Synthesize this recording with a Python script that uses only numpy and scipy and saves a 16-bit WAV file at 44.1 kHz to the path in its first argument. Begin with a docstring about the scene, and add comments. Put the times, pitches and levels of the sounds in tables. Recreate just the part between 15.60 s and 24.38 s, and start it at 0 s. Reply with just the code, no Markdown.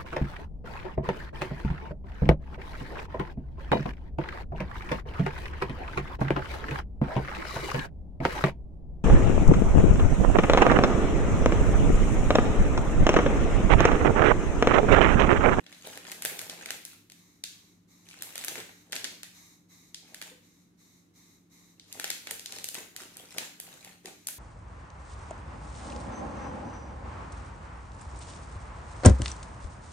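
"""A foil sachet is shaken down, turned in the fingers and cut open with scissors in a hard-walled kitchen.
Creases snap as millisecond noise bursts over a fine crackle and the rub of fingers and powder, both
streams of tiny pops; dull knocks are damped sines. Changing reflections answer all of these.
Behind, an appliance hums on drifting sines over steady air noise, and a faint noise hiss pulses
about three times a second."""
import sys
import numpy as np
from scipy import signal
from scipy.fft import rfft, irfft, next_fast_len
from scipy.io import wavfile
from scipy.ndimage import uniform_filter1d

SR = 44100
rng = np.random.default_rng(int(sys.argv[2]) if len(sys.argv) > 2 else 0)


def wrap_up_sound(samples):
    """Save the sound to the file named by the first command line argument, as 16-bit audio."""
    columns = np.atleast_2d(samples).T
    # keep every value between -1 and 1, then stretch to whole-number steps
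    tamed = np.clip(columns, -1, 1)
    steps = np.round(tamed * 32767).astype(np.int16)
    wavfile.write(sys.argv[1], SR, steps)


N = 387373


def gain_of(db):
    """Decibels to gain."""
    return 10 ** (np.asarray(db) / 20)


def evened(x):
    """Scales to rms 1."""
    return x / np.sqrt(np.mean(x ** 2) + 1e-20)


def read(points, hz):
    """Joins (Hz, value) points by lines on a log-frequency axis."""
    point_hz, value = np.transpose(points)
    return np.interp(np.log(hz + 1), np.log(point_hz), value)


def bins(size):
    """Frequencies of a real spectrum, in Hz."""
    return np.fft.rfftfreq(size, 1 / SR)


def coloured(x, points):
    """Filters by a (Hz, dB) spectrum and scales to rms 1."""
    length = x.shape[-1]
    size = next_fast_len(length)
    spectrum = rfft(x, size) * gain_of(read(points, bins(size)))
    return evened(irfft(spectrum, size)[..., :length])


def add(mix, start_s, sound):
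    """Adds a stereo sound at start_s, cut at the end of the mix."""
    part = mix[:, max(round(start_s * SR), 0):][:, :sound.shape[1]]
    part += sound[:, :part.shape[1]]


# likeness of diffuse sound at the two microphones: freq_hz, likeness_0_to_1
DIFFUSE_LIKENESS = [(60, 0.62), (150, 0.82), (300, 0.79), (600, 0.5), (1100, 0), (2000, 0.02)]


def diffuse(pair):
    """Two unrelated signals become one diffuse field: long waves reach both microphones alike."""
    size = next_fast_len(pair.shape[1])
    a, b = rfft(pair, size)
    same = read(DIFFUSE_LIKENESS, bins(size))
    right = same * a + np.sqrt(1 - same ** 2) * b
    return irfft(np.array([a, right]), size)[:, :pair.shape[1]]


def from_hands(pair, same=0.43, lead_samples=4, side_db=0.55):
    """Direct sound of the hands: partly alike in both channels, earlier and louder on the left."""
    a, b = diffuse(pair)
    right = np.roll(same * a + np.sqrt(1 - same ** 2) * b, lead_samples)
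    return np.array([a * gain_of(side_db), right / gain_of(side_db)])


# air noise spectrum: freq_hz, density_db_per_hz
AIR_SPECTRUM = [(20, -29), (42, -8), (100, -3), (170, -0.5), (300, 1.5), (420, -9), (600, -18.5),
                (1200, -19.5), (2500, -25.5), (6000, -30), (15000, -37)]
# hum partials: pitch_hz, rms_db
HUM_PARTIALS = [(102, -74.5), (175.3, -68.5), (293.5, -74.5)]


def room_tone(air_db=-66, drift_hz=1.705, swell_db=2.4, knots_per_s=10):
    """Steady low air noise plus an appliance hum whose partials wander in pitch and level."""
    air = gain_of(air_db) * coloured(diffuse(rng.standard_normal((2, N))), AIR_SPECTRUM)
    t_s = np.arange(N) / SR
    knots_s = np.arange(0, N / SR + 1, 1 / knots_per_s)
    hum = np.zeros(N)
    for pitch_hz, rms_db in HUM_PARTIALS:
        drift, swell = (np.interp(t_s, knots_s, row) for row in rng.standard_normal((2, len(knots_s))))
        turns = np.cumsum(pitch_hz + drift_hz * drift) / SR
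        hum += gain_of(rms_db) * evened(gain_of(swell_db * swell) * np.sin(2 * np.pi * turns))
    return air + hum


# hiss spectrum: freq_hz, density_db_per_hz
HISS_SPECTRUM = [(500, -15), (1150, -1.5), (1450, -13.5), (2150, 2), (2700, -12.5), (3350, -11.5),
                 (3850, 3.5), (4700, -7.5), (6300, 2.5), (9000, -9.5), (9800, -6), (10600, -12.5),
                 (12800, -5), (15500, -19)]
# hiss level at the end of each attack: time_s, level_db
HISS_LEVELS = [(2.3, -62.5), (3.8, -54.5), (4.9, -65), (5.6, -60)]
HISS_FIRST_S, HISS_PERIOD_S = 0.096, 0.3622
HISS_ATTACK_S, HISS_HOLD_S = 0.047, 0.22
# the sag acts from the end of the attack, the extra release from HISS_HOLD_S
HISS_SAG_DB_PER_S, HISS_EXTRA_RELEASE_DB_PER_S = 22.5, 96


def pulsing_hiss():
    """Faint diffuse noise that swells, sags and dies away in a steady cycle."""
    t_s = np.arange(N) / SR
    age_s = (t_s - HISS_FIRST_S) % HISS_PERIOD_S
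    sag_db = HISS_SAG_DB_PER_S * (age_s - HISS_ATTACK_S)
    release_db = HISS_EXTRA_RELEASE_DB_PER_S * np.maximum(age_s - HISS_HOLD_S, 0)
    level_db = np.interp(t_s, *np.transpose(HISS_LEVELS)) - sag_db - release_db
    level = np.minimum(age_s / HISS_ATTACK_S, 1) * gain_of(level_db)
    return coloured(diffuse(rng.standard_normal((2, N))), HISS_SPECTRUM) * level


# squeezes and slides of the fingers: peak_s, length_s, rubbing_db, crackling_db
FINGER_STROKES = [(0.005, 0.11, -60, -58.5), (0.132, .24, -64.5, -55), (0.267, 0.13, -50.5, -46.5),
                  (0.334, 0.22, -53, -48), (0.486, .15, -51, -47), (0.642, 0.13, -47.5, -49.5),
                  (0.694, 0.26, -51, -46), (0.81, 0.3, -54, -49.5), (0.923, 0.27, -56, -51.5),
                  (1.033, 0.17, -53.5, -49.5), (1.114, 0.19, -55, -55), (1.309, 0.15, -68, -53.5),
                  (2.523, 0.17, -67, -52.5), (2.635, 0.25, -57.5, -50.5), (2.792, 0.27, -63, -46),
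                  (2.898, 0.19, -51.5, -45), (2.977, 0.25, -55, -50), (3.364, 0.22, -55, -56),
                  (3.472, 0.21, -56.5, -75), (4.46, 0.22, -69, -61.5), (4.52, .14, -63.5, -63),
                  (4.677, 0.12, -56.5, -55), (6.376, 0.29, -59, -53.5), (6.478, 0.56, -60.5, -60.5),
                  (6.714, .17, -54.5, -45.5), (6.956, 0.24, -53, -48.5), (7.186, 0.16, -51.5, -48),
                  (7.417, 0.17, -54.5, -49.5), (7.6, 0.26, -60.5, -53), (7.744, 0.22, -59.5, -48),
                  (7.807, 0.22, -52.5, -47.5), (8.057, 0.27, -64, -55.5), (8.144, 0.18, -62, -55),
                  (8.267, 0.23, -59, -52), (8.474, 0.071, -50.5, -48), (8.698, 0.16, -62.5, -60)]
RISE_SHARE = 0.49  # part of a stroke in which the fingers press harder; they ease off in the rest
STROKE_DROP_DB = 20  # drop from the peak to either end of length_s
STROKE_ROUNDNESS = 1.24  # 1 = pointed, 2 = rounded


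def pressure():
    """Every stroke swells and eases off in the same way; returns the gains of rubbing and crackling."""
    t_s = np.arange(N) / SR
    power = np.zeros((2, N))
    for peak_s, length_s, rubbing_db, crackling_db in FINGER_STROKES:
        near = abs(t_s - peak_s) < 2 * length_s
        offset_s = t_s[near] - peak_s
        away = np.maximum(-offset_s / RISE_SHARE, offset_s / (1 - RISE_SHARE)) / length_s
        level_db = np.array([[rubbing_db], [crackling_db]]) - STROKE_DROP_DB * away ** STROKE_ROUNDNESS
        power[:, near] += gain_of(level_db) ** 2
    return np.sqrt(power)


def grains(per_s, spread_db, decay_ms, low_hz, high_hz, noisy, size=400):
    """Tiny pops of uneven size at random times: decaying noise plus a sine of the pop's own pitch."""
    count = round(per_s * N / SR)
    place, strength, pitch, left, right = rng.random((count, 5)).T[..., None]
    t_s = np.arange(size) / SR
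    size_db = spread_db * -np.log(np.maximum(strength, 1 / 20))  # few large, many small
    shape = gain_of(size_db) * np.exp(-t_s * 1000 / decay_ms)
    turns = low_hz * (high_hz / low_hz) ** pitch * t_s
    at = ((place * N).astype(int) + np.arange(size)).ravel()
    channels = []
    for phase in (left, right):
        tone = np.sin(2 * np.pi * (turns + phase))
        pops = shape * (tone + noisy * rng.standard_normal(shape.shape))
        channels.append(np.bincount(at, pops.ravel(), N)[:N])
    return from_hands(np.array(channels))


# rub of fingers and powder: freq_hz, density_db_per_hz
RUB_SPECTRUM = [(30, -23), (170, 0.5), (350, 2), (600, 0.5), (800, 2.5), (1150, -5.5), (1700, -5),
                (4000, -28)]
# crackle of small wrinkles: freq_hz, density_db_per_hz
CRACKLE_SPECTRUM = [(500, -9), (1200, 1), (1600, -3), (2700, 3), (4000, 0.5), (5300, -1.5), (7000, 2.5),
                    (15500, -10.5)]


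def handling():
    """Fingers and powder rub the pouch; small wrinkles crackle as it bends."""
    rubbing, crackling = pressure()
    rub = grains(per_s=260, spread_db=5.5, decay_ms=3.3, low_hz=280, high_hz=1080, noisy=4.15)
    crackle = grains(per_s=380, spread_db=4.5, decay_ms=1.9, low_hz=1380, high_hz=12100, noisy=0.8)
    return coloured(rub, RUB_SPECTRUM) * rubbing + coloured(crackle, CRACKLE_SPECTRUM) * crackling


# reverberation time: freq_hz, t60_s
REVERB_T60 = [(150, 0.66), (700, 0.37), (2000, 0.54), (5000, 0.51), (9000, 0.39), (15000, 0.61)]


def room_response(tail_db=-2.0, gap_s=0.0063, near_db=-5, build_s=0.028, early_db=-18, size=24000):
    """Body and table scatter first, two walls answer; the tail holds to build_s, then dies band by band."""
    hz, t_s, z = signal.stft(diffuse(rng.standard_normal((2, size))), SR, nperseg=256)
    z *= gain_of(-60 * np.maximum(t_s - build_s, 0) / read(REVERB_T60, hz)[:, None])
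    tail = signal.istft(z, SR, nperseg=256)[1]
    tail[:, :round(gap_s * SR)] *= gain_of(near_db)
    tail *= gain_of(tail_db) / np.linalg.norm(tail[0])
    for channel, echoes_s in enumerate([(0.0077, 0.0116), (0.0079, 0.0113)]):
        for echo_s in echoes_s:
            tail[channel, round(echo_s * SR)] += gain_of(early_db)
    return tail


def kitchen(x, turns_per_s=2.3, count=4):
    """The hands keep moving, so sound crossfades around several patterns of reflections."""
    turns = turns_per_s * np.arange(N) / SR
    reflected = np.zeros((2, N))
    for k in range(count):
        share = np.maximum(np.cos(2 * np.pi * (turns + k / count)), 0)
        reflected += signal.oaconvolve(x * share, room_response(), axes=1)[:, :N]
    return reflected


# snaps of the foil or the blades: start_s, level_db, brightness_db_per_octave, sheen_db
FOIL_SNAPS = [(0.064, -18.5, -9.5, 12), (0.126, -14.5, -7, 4), (0.272, -12.5, -0.5, -5),
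              (0.3742, -7, -4.5, -2.5), (0.4505, -10.5, -11, 3), (0.517, -10.5, -0.5, 2),
              (0.5206, -4, -5, -5), (0.622, -5.5, 0, -3.5), (0.6502, 4.5, 0, -9.5), (0.657, 0, -3, 1.5),
              (0.7913, -4.5, -2, 0), (0.8151, -6, -1, -9), (0.8971, -11, -2.5, 8), (1.0101, -9.5, -10, 1),
              (1.027, -14, -9, 2), (1.0592, -5, -4, 1), (1.0875, -8, -14, 9), (1.1054, 0, -3, 1),
              (1.2515, -18.5, 2.5, 2.5), (1.499, -25.5, -3, 8.5), (1.5195, -22, -1.5, 3.5),
              (1.8386, -11.5, -1.5, 12.5), (2.488, -27, -3, 12), (2.6223, -7.5, 1.5, -4),
              (2.756, -5, -3, -0.5), (2.7789, -10, 0, 1.5), (2.8393, -7, -3.5, 1.5),
              (2.847, -5.5, 1.5, -10), (2.8823, -3, -1.5, 2.5), (2.9553, -1.5, -6, -6),
              (2.9799, -4.5, -7.5, -1), (3.002, -10, -5, 2), (3.0925, -11.5, -10, -7),
              (3.323, -13, -0.5, 8), (3.3292, -0.5, -7, 7), (3.355, -6, -1.5, -3), (3.363, -7, -5, 11),
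              (3.443, -8, -3, 12.5), (3.4495, -3, -6.5, 1), (3.632, -10, -3, 4), (4.345, -21, -1.5, 16.5),
              (4.545, -11, -3, 2), (4.615, -6.5, -4.5, 2), (4.6238, -9.5, -3.5, 0.5),
              (6.197, -33.5, -4, 22), (6.3267, -26.5, 4.5, 9.5), (6.3976, -1, -3, -2), (6.4425, 1.5, -4, 2),
              (6.4775, -15, -2.5, 4), (6.5024, -2, -1.5, 5.5), (6.514, -10.5, -8, 9), (6.6711, -4, -6, 1.5),
              (6.7099, -2.5, -0.5, -3.5), (6.7947, -17, -1, 7), (6.8595, -18, -1, 14.5),
              (6.923, -16.5, 0, 7.5), (6.9853, -12, -3, 5), (7.0428, -11, 2, 3.5), (7.0875, -13.5, 1.5, 6),
              (7.1448, -10.5, 1, -1.5), (7.1515, -4.5, -5, 2), (7.3634, -11, -0.5, 2),
              (7.5693, -21, 3, -1.5), (7.783, 1.5, -3.5, 3), (8.0004, -14.5, 2.5, -2.5),
              (8.247, -17, -1, -1), (8.4572, -14.5, -2, 6), (8.671, -16, 5, 3.5), (8.6857, -4.5, 0.5, -6.5)]
# colour common to all snaps: freq_hz, gain_db
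FOIL_COLOUR = [(60, -30), (170, -20), (330, -8.5), (750, -5.5), (1100, -13), (1600, 1), (3000, 0),
               (4000, 1.5), (5300, -0.5), (7000, 3), (12000, 1), (15500, -7)]
BRIGHT_FROM_HZ, BRIGHT_TO_HZ = 1950, 10500  # the smaller the facet, the more the treble rises here
SHEEN_HZ, SHEEN_OCTAVES = 4590, 1.115  # metallic sheen: centre, distance to 1/e of its dB


def snaps(smooth_bins, rise_ms=0.27, decay_ms=1.31, dull_ring=0.84, lead_in_db=-21, lead_in_ms=2.0,
          size=1024, lead_size=256):
    """A short noise burst with a faint lead-in, coloured by the facet that flips."""
    out, hz = np.zeros((2, N)), bins(size)
    ms = (np.arange(size) - lead_size) * 1000 / SR
    after_ms = np.maximum(ms, 0)
    lead_in = gain_of(lead_in_db) * np.exp(-abs(ms) / lead_in_ms)
    fade_in = np.exp(np.minimum(ms, 0) / lead_in_ms)
    octaves = np.log2(np.clip(hz, BRIGHT_FROM_HZ, BRIGHT_TO_HZ) / BRIGHT_FROM_HZ)
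    sheen = np.exp(-(np.log2((hz + 1) / SHEEN_HZ) / SHEEN_OCTAVES) ** 2)
    for start_s, level_db, brightness, sheen_db in FOIL_SNAPS:
        ring_ms = decay_ms * gain_of(-dull_ring * brightness)  # big, dull facets ring longer
        shape = lead_in + (1 - np.exp(-after_ms / rise_ms)) * np.exp(-after_ms / ring_ms)
        burst = rfft(rng.standard_normal((2, size)) * shape)
        # flattened; resonances narrower than smooth_bins stay random
        burst /= np.sqrt(uniform_filter1d(abs(burst) ** 2, smooth_bins))
        colour_db = level_db + brightness * octaves + sheen_db * sheen + read(FOIL_COLOUR, hz)
        add(out, start_s - lead_size / SR, irfft(burst * gain_of(colour_db)) * fade_in)
    return out


# dull knocks of fingers and scissor handles on the sachet:
# start_s, level_db (before the envelope), pitch_hz, decay_ms
HAND_KNOCKS = [(0.268, -43.5, 418, 5.8), (1.028, -48, 520, 2.8), (2.882, -38, 350, 5.9),
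               (2.978, -34, 448, 5.3), (4.714, -49, 493, 14.5), (6.709, -42.5, 450, 8.6),
               (6.961, -45.5, 440, 6.9), (7.205, -41, 433, 7.1), (7.415, -42, 380, 4.7),
               (8.449, -36.5, 393, 6.4)]


def knocks(rise_ms=1.5, size=6000):
    """One low mode, quickly damped by the hand."""
    out, ms = np.zeros((2, N)), np.arange(size) * 1000 / SR
    for start_s, level_db, pitch_hz, decay_ms in HAND_KNOCKS:
        envelope = (1 - np.exp(-ms / rise_ms)) * np.exp(-ms / decay_ms)
        ring = np.sin(2 * np.pi * pitch_hz * ms / 1000) * envelope
        add(out, start_s, gain_of(level_db) * np.array([ring, ring]))
    return out


def scene():
    """The sachet in the room, over the background."""
    hands = handling() + knocks()
    direct = from_hands(snaps(smooth_bins=41))
    # the walls hear every side of the foil, so its resonances partly average out
    all_round = snaps(smooth_bins=11)
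    return direct + hands + kitchen(all_round + hands) + pulsing_hiss() + room_tone()


def record(dry, edge_hz=15700):
    """Limits the band with a linear-phase low-pass."""
    low_pass = signal.firwin(141, edge_hz, window=("kaiser", 9), fs=SR)
    return signal.oaconvolve(dry, low_pass[None], "same")


dry = scene()
out = record(dry)
wrap_up_sound(out)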